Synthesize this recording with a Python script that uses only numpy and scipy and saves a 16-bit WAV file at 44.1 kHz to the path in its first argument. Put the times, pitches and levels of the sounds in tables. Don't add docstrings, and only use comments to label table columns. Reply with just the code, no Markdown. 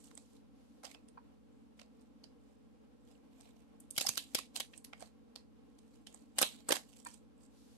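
import sys
import numpy as np
from scipy import signal
from scipy.fft import rfft, irfft
from scipy.io import wavfile
from scipy.ndimage import uniform_filter1d

SR = 44100
rng = np.random.default_rng(int(sys.argv[2]) if len(sys.argv) > 2 else 0)


def store_pcm(level_fs):
    pcm = np.round(np.clip(level_fs, -1, 1) * 32767).astype(np.int16)
    wavfile.write(sys.argv[1], SR, np.atleast_2d(pcm).T)


N = 342657
TIME, BINS = np.arange(N) / SR, np.fft.rfftfreq(N, 1 / SR)


def gain_of(db):
    return 10 ** (np.asarray(db) / 20)


def evened(x):
    return x / np.sqrt(np.mean(x ** 2) + 1e-20)


def read(points, hz, axis=1):
    columns = np.transpose(points)
    return np.interp(np.log(hz + 1), np.log(columns[0] + 1), columns[axis])


def add(mix, s, sound):
    part = mix[:, max(round(s * SR), 0):][:, :sound.shape[1]]
    part += sound[:, :part.shape[1]]


def colour(x, db):
    return irfft(rfft(x) * gain_of(db), N)


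def causal(db):
    both_sides = np.r_[db, db[-2:0:-1]]
    log_gain = np.log(gain_of(both_sides))
    return np.exp(np.conj(signal.hilbert(log_gain)))[:len(db)]


def paired(z, hz, apart_hz):
    same = 1 / (1 + (hz / apart_hz) ** 2)
    left = same * z[1] + np.sqrt(1 - same ** 2) * z[0]
    return np.array([left, z[1]])


def drift(rate_hz):
    slow = np.exp(-np.minimum(BINS / rate_hz, 20) ** 2)
    return evened(irfft(rfft(rng.standard_normal(N)) * slow, N))


# (frequency [Hz], spectral density [dB per Hz])
AIR_SPECTRUM = [(25, -111), (45, -111), (85, -100), (110, -92.5), (190, -95), (275, -86.5), (355, -101),
                (455, -91), (540, -102), (1000, -107), (1900, -117), (2800, -117), (7000, -128),
                (14000, -128)]
# (frequency [Hz], rms level [dB])
HUM_TONES = [(58, -80), (69.3, -82), (120, -70), (174.5, -77), (218, -70), (240, -73), (285, -76.5),
             (316, -83), (405, -87), (436, -78)]


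def background(waver=0.11, air_swell_db=1):
    z = paired(rfft(rng.standard_normal((2, N))), BINS, apart_hz=1200)
    air = irfft(z * gain_of(read(AIR_SPECTRUM, BINS)), N) * np.sqrt(SR / 2)
    air = air * gain_of(air_swell_db * drift(15))
    tones = 0
    for hz, db in HUM_TONES:
        level = gain_of(db) * (1 + waver * drift(4))
        turns = hz * TIME + rng.random()
        wander = waver * hz / 60 * drift(1.8)
        tones = tones + level * np.sin(2 * np.pi * turns + wander)
    return air + np.sqrt(2) * tones


# (frequency [Hz], relative level [dB])
HISS_SPECTRUM = [(100, -7.5), (700, 2), (2000, -5), (4000, 4), (8000, 1.5), (11500, 2), (16000, -9.5)]
# (start of hold [s], end of hold [s], level [dB])
HISS_SWELLS = [(0, 0.352, -77), (0.59, 0.802, -79.5), (7.582, 7.77, -72)]
HISS_RAMP_S, HISS_REST_DB = 0.11, -87


def hiss():
    swells = 0
    for start, end, db in HISS_SWELLS:
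        inside_s = np.minimum(TIME - start, end - TIME)
        swells = swells + gain_of(db) * np.clip(1 + inside_s / HISS_RAMP_S, 0, 1)
    noise = colour(rng.standard_normal((2, N)), read(HISS_SPECTRUM, BINS))
    return evened(noise) * np.maximum(swells, gain_of(HISS_REST_DB))


# (fastest moment [s], swell [s], fade [s], relative level [dB], treble lift [dB])
STROKE_TABLE = [(0.021, 0.083, .17, -58.5, 11), (0.179, 0.036, .11, -66, 13), (0.344, .17, .07, -70, 9),
                (0.846, 0.015, 0.12, -50, -2), (1.56, 0.12, .15, -81, 13), (1.79, .03, .09, -65, -1.5),
                (2.029, 0.12, 0.063, -71, -1.5), (2.449, .09, 0.35, -77, 5.5),
                (3.093, 0.086, 0.14, -66.5, 0), (3.408, 0.15, 0.33, -62.5, -3.5), (3.81, .02, .12, -71, -1),
                (3.98, 0.032, 0.25, -37.5, 4), (4.16, 0.046, .12, -50.5, 2.5),
                (4.351, 0.032, .09, -47, 1.5), (4.56, .02, .06, -40, 1), (4.76, .08, 0.036, -61, 3),
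                (5.03, 0.074, 0.06, -53.5, -0.5), (5.36, .08, 0.064, -69, -13.5),
                (5.96, 0.33, 0.19, -69.5, 2), (6.075, .02, 0.26, -61.5, 1),
                (6.39, 0.022, 0.056, -34.5, -2.5), (6.501, 0.092, 0.15, -49, 0),
                (6.708, 0.033, .08, -35.5, -4), (6.754, .04, .03, -39.5, 5), (6.979, .22, 0.13, -58.5, 3.5),
                (7.068, .03, .09, -51, 1), (7.139, .05, 0.054, -55, 6), (7.425, 0.064, 0.091, -65.5, 9)]
STROKE_DROP_DB = 20
STROKE_ROUND = 1.11


def strokes():
    t = TIME[::64]
    power, lift = np.full(len(t), 1e-14), np.zeros(len(t))
    for s, swell_s, fade_s, db, lift_db in STROKE_TABLE:
        away = np.maximum((s - t) / swell_s, (t - s) / fade_s)
        stroke = gain_of(db - STROKE_DROP_DB * abs(away) ** STROKE_ROUND) ** 2
        power = power + stroke
        lift = lift + stroke * lift_db
    return np.interp(TIME, t, np.sqrt(power)), np.interp(TIME, t, lift / power)


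# (frequency [Hz], relative level [dB])
RUB_SPECTRUM = [(100, -28.5), (400, -9), (720, 7), (1200, -7.5), (1650, -9), (2300, -1), (4200, -1),
                (5600, -4.5), (8000, 1), (9600, -3.5), (11800, -1), (16000, -5)]


def sliding(rub_gain, rub_lift_db, grains_per_s=500, spread_db=7.0, smooth_db=-3, left_db=-7,
            flutter_db=2, patchy_db=3.0, trim_db=-2.5, size=256):
    sizes = gain_of(spread_db * np.minimum(rng.exponential(1, N), 3.5))
    sizes = sizes * (rng.random(N) < grains_per_s / SR)
    slips = signal.lfilter([1], [1, -np.exp(-1 / (0.0013 * SR))], sizes)
    force = (evened(slips) + gain_of(smooth_db)) * gain_of(flutter_db * drift(35))
    hz, at, z = signal.stft(force * rng.standard_normal((2, N)), SR, nperseg=size)
    patches = uniform_filter1d(rng.standard_normal(z.shape[1:]), size=2, axis=0)
    patches = evened(uniform_filter1d(patches, size=16, axis=1))
    treble = read([(1000, -1.4), (3500, -0.041), (7800, 1.0), (13000, 0.27)], hz)
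    lift = np.outer(treble, np.interp(at, TIME, rub_lift_db))
    gain = gain_of(read(RUB_SPECTRUM, hz)[:, None] + lift + patchy_db * patches)
    gain /= np.sqrt((gain ** 2).mean(0))
    rub = evened(signal.istft(z * gain, SR, nperseg=size)[1][:, :N])
    return rub * rub_gain * gain_of([[left_db + trim_db], [trim_db]])


# (frequency [Hz], relative echo level [dB], t60 [s])
ROOM_BANDS = [(150, -14.5, 0.14), (898, -13, 0.15), (1900, -13.5, 0.2), (3080, -8.5, 0.14), (4100, -9, 0.2),
              (5070, -12, 0.21), (7480, -11.5, 0.21), (11940, -12.5, 0.18), (16250, -20.5, 0.2)]


def room(x, build_s=0.0094, size=128):
    t = np.arange(SR // 2) / SR
    strong = rng.standard_normal((2, len(t)))
    reflections = strong * (0.68 + 1.3 * (rng.random((2, len(t))) < .03))
    hz, at, z = signal.stft(reflections * (1 - np.exp(-(t / build_s) ** 2)), SR, nperseg=size)
    decay = gain_of(-60 * at / read(ROOM_BANDS, hz, axis=2)[:, None])
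    tail = signal.istft(z * decay, SR, nperseg=size)[1]
    tail /= np.linalg.norm(tail, axis=1, keepdims=True)
    echo = signal.fftconvolve(x[None], tail, axes=1)[:, :N]
    return colour(echo, read(ROOM_BANDS, BINS))


CRINKLE_DB, CRINKLE_SPREAD_DB, CRINKLE_GROWTH = -54, 2.5, 0.99
CRINKLE_AT_RUB_DB = -60
CRINKLE_PAN_DB, CRINKLE_RING_DB = -10, 17
CRINKLE_LOW_HZ, CRINKLE_HIGH_HZ = 3000, 8800


def crinkles(rub_gain, count=2, reach=0.68):
    rows = []
    draws_by_stroke = rng.random((len(STROKE_TABLE), count, 3))
    for (s, swell_s, fade_s, _, _), draws in zip(STROKE_TABLE, draws_by_stroke):
        for when, strength, facet in draws:
            at = max(s + reach * (when * (swell_s + fade_s) - swell_s), 0)
            rub_db = 20 * np.log10(np.interp(at, TIME, rub_gain))
            db = CRINKLE_DB + CRINKLE_GROWTH * (rub_db - CRINKLE_AT_RUB_DB)
            db += CRINKLE_SPREAD_DB * (2 * strength - 1)
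            ring_hz = CRINKLE_LOW_HZ + facet * (CRINKLE_HIGH_HZ - CRINKLE_LOW_HZ)
            rows.append((at, db, 0, 0, CRINKLE_PAN_DB, ring_hz, CRINKLE_RING_DB))
    return rows


# (time [s], relative level [dB], body tilt up to 1100 Hz [dB],
# edge tilt from 8000 Hz [dB], left minus right [dB], facet ring [Hz], ring height before facet scaling [dB])
CREASE_SNAPS = [(0.1097, -51, 14, -7, -6, 970, 1), (0.1491, -45.5, 4, 13, -12, 8040, 30),
                (0.1723, -39, 2, -5, -11, 7960, 14.5), (0.3645, -61, -13, -3, -1, 3960, 15),
                (0.8325, -42, 11, -1, -7, 780, 13), (0.8422, -38.5, 4, -8, -7, 750, 14),
                (0.848, -37, -11, -11, -11, 5050, 5), (0.9106, -44, -7, -1, -11, 2320, 14),
                (0.9435, -44, 1, -13, -7, 2560, 15), (1.0826, -51.5, -2, -6, -7, 8800, 15),
                (1.7925, -46, -6, -13, -5, 2420, 11.5), (1.8122, -45, -1.5, -13, -10.5, 680, 12),
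                (2.2367, -43.5, -0.5, -7.5, -11, 4800, 14.5), (3.149, -64, 0, -19, -8, 2980, 15),
                (3.4065, -50, -5, -5, -5, 8400, 9), (3.4569, -56, -8, -14, -1, 735, 20.5),
                (3.801, -43.5, 1, 23, -4.5, 8000, -2), (3.9055, -32, -34, 8.5, -6, 8900, 12),
                (3.9638, -36.5, -17, -2, -1, 3390, 13), (3.9787, -18, -9.5, -4, -1, 3560, 5),
                (4.0099, -21.5, -7, -4.5, -1.5, 3620, 4), (4.0468, -34.5, 25, -4, -10, 754, 19),
                (4.0646, -18, -5, 1.5, -8.5, 5060, 15.5), (4.0873, -16.5, -12, -2, -6, 6380, 6.5),
                (4.1524, -37.5, -9, 1, -7.5, 5020, 8), (4.1736, -19.5, -8, -2.5, -6.5, 3780, 8),
                (4.3477, -18, -9.5, -3.5, -0.5, 4870, 5.5), (4.3847, -25.5, -3, -4, -8, 2660, 10.5),
                (4.5587, -25.5, -11, -5, -6, 3880, 9.5), (4.6, -23, -4, -2, -6, 3040, 9.5),
                (4.7348, -45.5, -0.5, -18, -5, 2700, 20), (4.7734, -39.5, -7, 7, -13, 8500, 13),
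                (4.8434, -36, -14, -7, -9, 11600, 15.5), (4.9295, -37.5, 2, -12, -7.5, 2190, 25.5),
                (5.0029, -44, 12, 0, -18, 8500, 15), (5.0209, -36, 8, -4.5, -8, 708, 11.5),
                (5.3562, -36.5, -2.5, -4, -9.5, 4260, 15.5), (5.785, -54.5, -13, -0.5, -6.5, 4200, 4),
                (6.0664, -39.5, -7, -4, -10.5, 3200, 10), (6.1415, -41.5, 15, 6.5, -9, 7570, 17),
                (6.3852, -17, -6.5, -7, -2.5, 8600, 12), (6.4114, -19, 5.5, 2, -12, 8110, -3),
                (6.4154, -13.5, 2, 3, -4, 8160, 4.5), (6.4245, -13, -1.5, -1.5, -6, 3120, 11),
                (6.4294, -32, -7, 1, 7, 4000, 11), (6.6865, -20.5, 8.5, -1.5, -8.5, 8170, 14.5),
                (6.7044, -20, -4, -9, -13, 580, 12), (6.7178, -18.5, -3, -8.5, -7.5, 600, 6),
                (6.7222, -16, -1, -4, -2.5, 3040, 8.5), (6.7535, -31, -5, -8, -4, 7500, 7),
                (6.7641, -28.5, 7, 2, -6, 2770, 15.5), (7.046, -40, 5, 11, -14, 8160, 8),
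                (7.067, -38.5, -8, 10, -8, 950, 19), (7.1381, -45.5, -1.5, -2, -16, 8460, 17)]
# (frequency [Hz], relative level [dB])
CRACK_SPECTRUM = [(40, -17.5), (120, 1), (250, -1.5), (600, 0.5), (1000, 2), (1550, 0.5), (2200, -3.5),
                  (3200, -2.5), (5000, -1), (7500, 0.5), (11500, 6), (16000, -2.5)]


def snaps(creases, facet=1, size=2048, crack_s=0.00038, left_crack_s=0.00093, shiver_s=0.0043,
          shiver_db=-15, rise_s=0.00016, ring_q=8, small_bass_db=-16, small_top_db=-6,
          bounce_db=-5, bounce_s=0.000905, trim_db=0.64):
    out, t, hz = np.zeros((2, N)), np.arange(size) / SR, np.fft.rfftfreq(size, 1 / SR)
    crack = np.exp(-t / np.array([[left_crack_s], [crack_s]]))
    shape = (1 - np.exp(-t / rise_s)) * (crack + gain_of(shiver_db) * np.exp(-t / shiver_s))
    noises = rng.standard_normal((len(creases), 2, size))
    delays = bounce_s * (.5 + rng.random(len(creases)))
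    small_colour = read([(300, small_bass_db), (650, 4), (1100, -4.0), (2000, 0), (9000, 1.5),
                         (12000, small_top_db)], hz)
    for (s, db, body_db, edge_db, pan_db, ring_hz, ring_db), fibres, delay in zip(creases, noises, delays):
        z = rfft(fibres * shape)
        z = z / np.sqrt(uniform_filter1d(abs(z) ** 2, size=96, axis=1))
        z = paired(z, hz, apart_hz=4450)
        bounce = gain_of(bounce_db) * np.exp(-2j * np.pi * hz * delay) / (1 + (hz / 6000) ** 2)
        z = z * (1 - bounce)
        tilt = read([(1100, body_db), (2700, 0.0027), (4600, 0.0032), (8000, edge_db)], hz)
        small = np.interp(db, [-38, -24], [1, 0]) * small_colour
        resonance = 1 + (2 * ring_q * (hz / ring_hz - 1)) ** 2
        ring = 10 * np.log10(1 + (gain_of(facet * ring_db) ** 2 - 1) / resonance)
        snap = irfft(z * causal(read(CRACK_SPECTRUM, hz) + tilt + small + ring))
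        snap *= np.sqrt(SR / 1000 / (snap ** 2).sum(1, keepdims=True))
        add(out, s, snap * gain_of([[db + pan_db], [db]]))
    return out * gain_of(trim_db)


# (time [s], relative level [dB], extra level of modes over 1500 Hz [dB])
PAGE_TAPS = [(1.174, -41.5, -8), (1.184, -50, -11), (7.0593, -40.5, 6), (7.0634, -37.5, 9)]
# (frequency [Hz], relative level [dB], t60 [s])
PAGE_MODES = [(905, -16, 0.057), (965, 3, 0.025), (1110, -31, 0.023), (1460, 2, 0.0074),
              (1800, -15.5, 0.03), (2378, -14, 0.032), (2460, -17, 0.02), (4500, -13, 0.015)]


def taps(left_db=-5, contact_s=0.00072):
    out, t = np.zeros((2, N)), np.arange(SR // 10) / SR
    for s, db, upper_db in PAGE_TAPS:
        ring = 0
        for hz, mode_db, t60 in PAGE_MODES:
            decay = gain_of(mode_db + upper_db * (hz > 1500) - 60 * t / t60)
            ring = ring + decay * np.sin(2 * np.pi * (hz * t + rng.random()))
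        add(out, s, ring * (1 - np.exp(-t / contact_s)) * gain_of([[db + left_db], [db]]))
    return out


# (time [s], pitch [Hz], relative level [dB], time scale of swing [s])
SHEET_FLOPS = [(3.9779, 141, -35.5, 0.0017), (4.086, 129, -36.5, 0.0032), (4.3475, 583, -24.5, 0.00051),
               (6.4255, 407, -35, 0.0015), (6.7042, 517, -17, 0.0014), (6.7172, 378, -26.5, .0024)]


def flops(order=3, left_db=-5, overtone=3.3, overtone_db=-9):
    out, t = np.zeros((2, N)), np.arange(SR // 20) / SR
    for s, hz, db, decay_s in SHEET_FLOPS:
        modes = np.sin(2 * np.pi * hz * t)
        modes = modes + gain_of(overtone_db) * np.sin(2 * np.pi * overtone * hz * t)
        age = t / decay_s
        swing = modes * age * np.exp(1 - age - (age / order) ** 2)
        add(out, s, swing * gain_of([[db + left_db], [db]]))
    return signal.sosfilt(signal.butter(2, 110, "high", fs=SR, output="sos"), out)


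# (time [s], relative level [dB], t60 [s])
SHEET_SHIVERS = [(4.177, -45.5, 0.22), (4.351, -44.5, 0.22), (4.599, -42.5, 0.13), (6.426, -37, 0.24)]
# (frequency [Hz], relative level [dB])
SHIVER_SPECTRUM = [(1500, -39.5), (2400, -8), (2850, -1.5), (3400, -0.5), (4050, 2), (4600, -14.5),
                   (7000, -40)]


def shivers(rise_s=0.0033, left_db=0.0, flutter_db=2):
    level = 0
    for s, db, t60 in SHEET_SHIVERS:
        decay = gain_of(db - 60 * np.maximum(TIME - s, 0) / t60)
        level = level + decay * np.clip((TIME - s) / rise_s, 0, 1)
    modes = evened(colour(rng.standard_normal((2, N)), read(SHIVER_SPECTRUM, BINS)))
    return modes * level * gain_of(flutter_db * drift(120)) * gain_of([[left_db], [0]])


def scene():
    rub_gain, rub_lift_db = strokes()
    creases = list(CREASE_SNAPS) + crinkles(rub_gain)
    handling = flops() + taps() + sliding(rub_gain, rub_lift_db)
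    all_round = snaps(creases, facet=0.81) + handling
    echo = room(all_round[1] + .5 * all_round[0]) * gain_of([[-4], [-2.5]])
    return snaps(creases) + handling + shivers() + echo + hiss() + background()


# (frequency [Hz], left [dB], right [dB])
CHANNEL_COLOUR = [(2000, 1, 1.5), (5100, 0, 1.5), (7800, -2, 1.5), (8640, -9, 4), (9600, 0, -8.5),
                  (12140, 1, -2.5), (12250, -12, -12.5), (15500, -12.5, -22)]
RIGHT_LAG = 165
EDGE_HZ = 16400


def record(dry):
    left = colour(dry[0], read(CHANNEL_COLOUR, BINS))
    right = colour(dry[1], read(CHANNEL_COLOUR, BINS, axis=2))
    pair = np.array([left, np.roll(right, RIGHT_LAG)])
    low_pass = signal.firwin(511, EDGE_HZ, window=("kaiser", 9), fs=SR)
    return signal.oaconvolve(pair, low_pass[None], "same", axes=1)


dry = scene()
out = record(dry)
store_pcm(out)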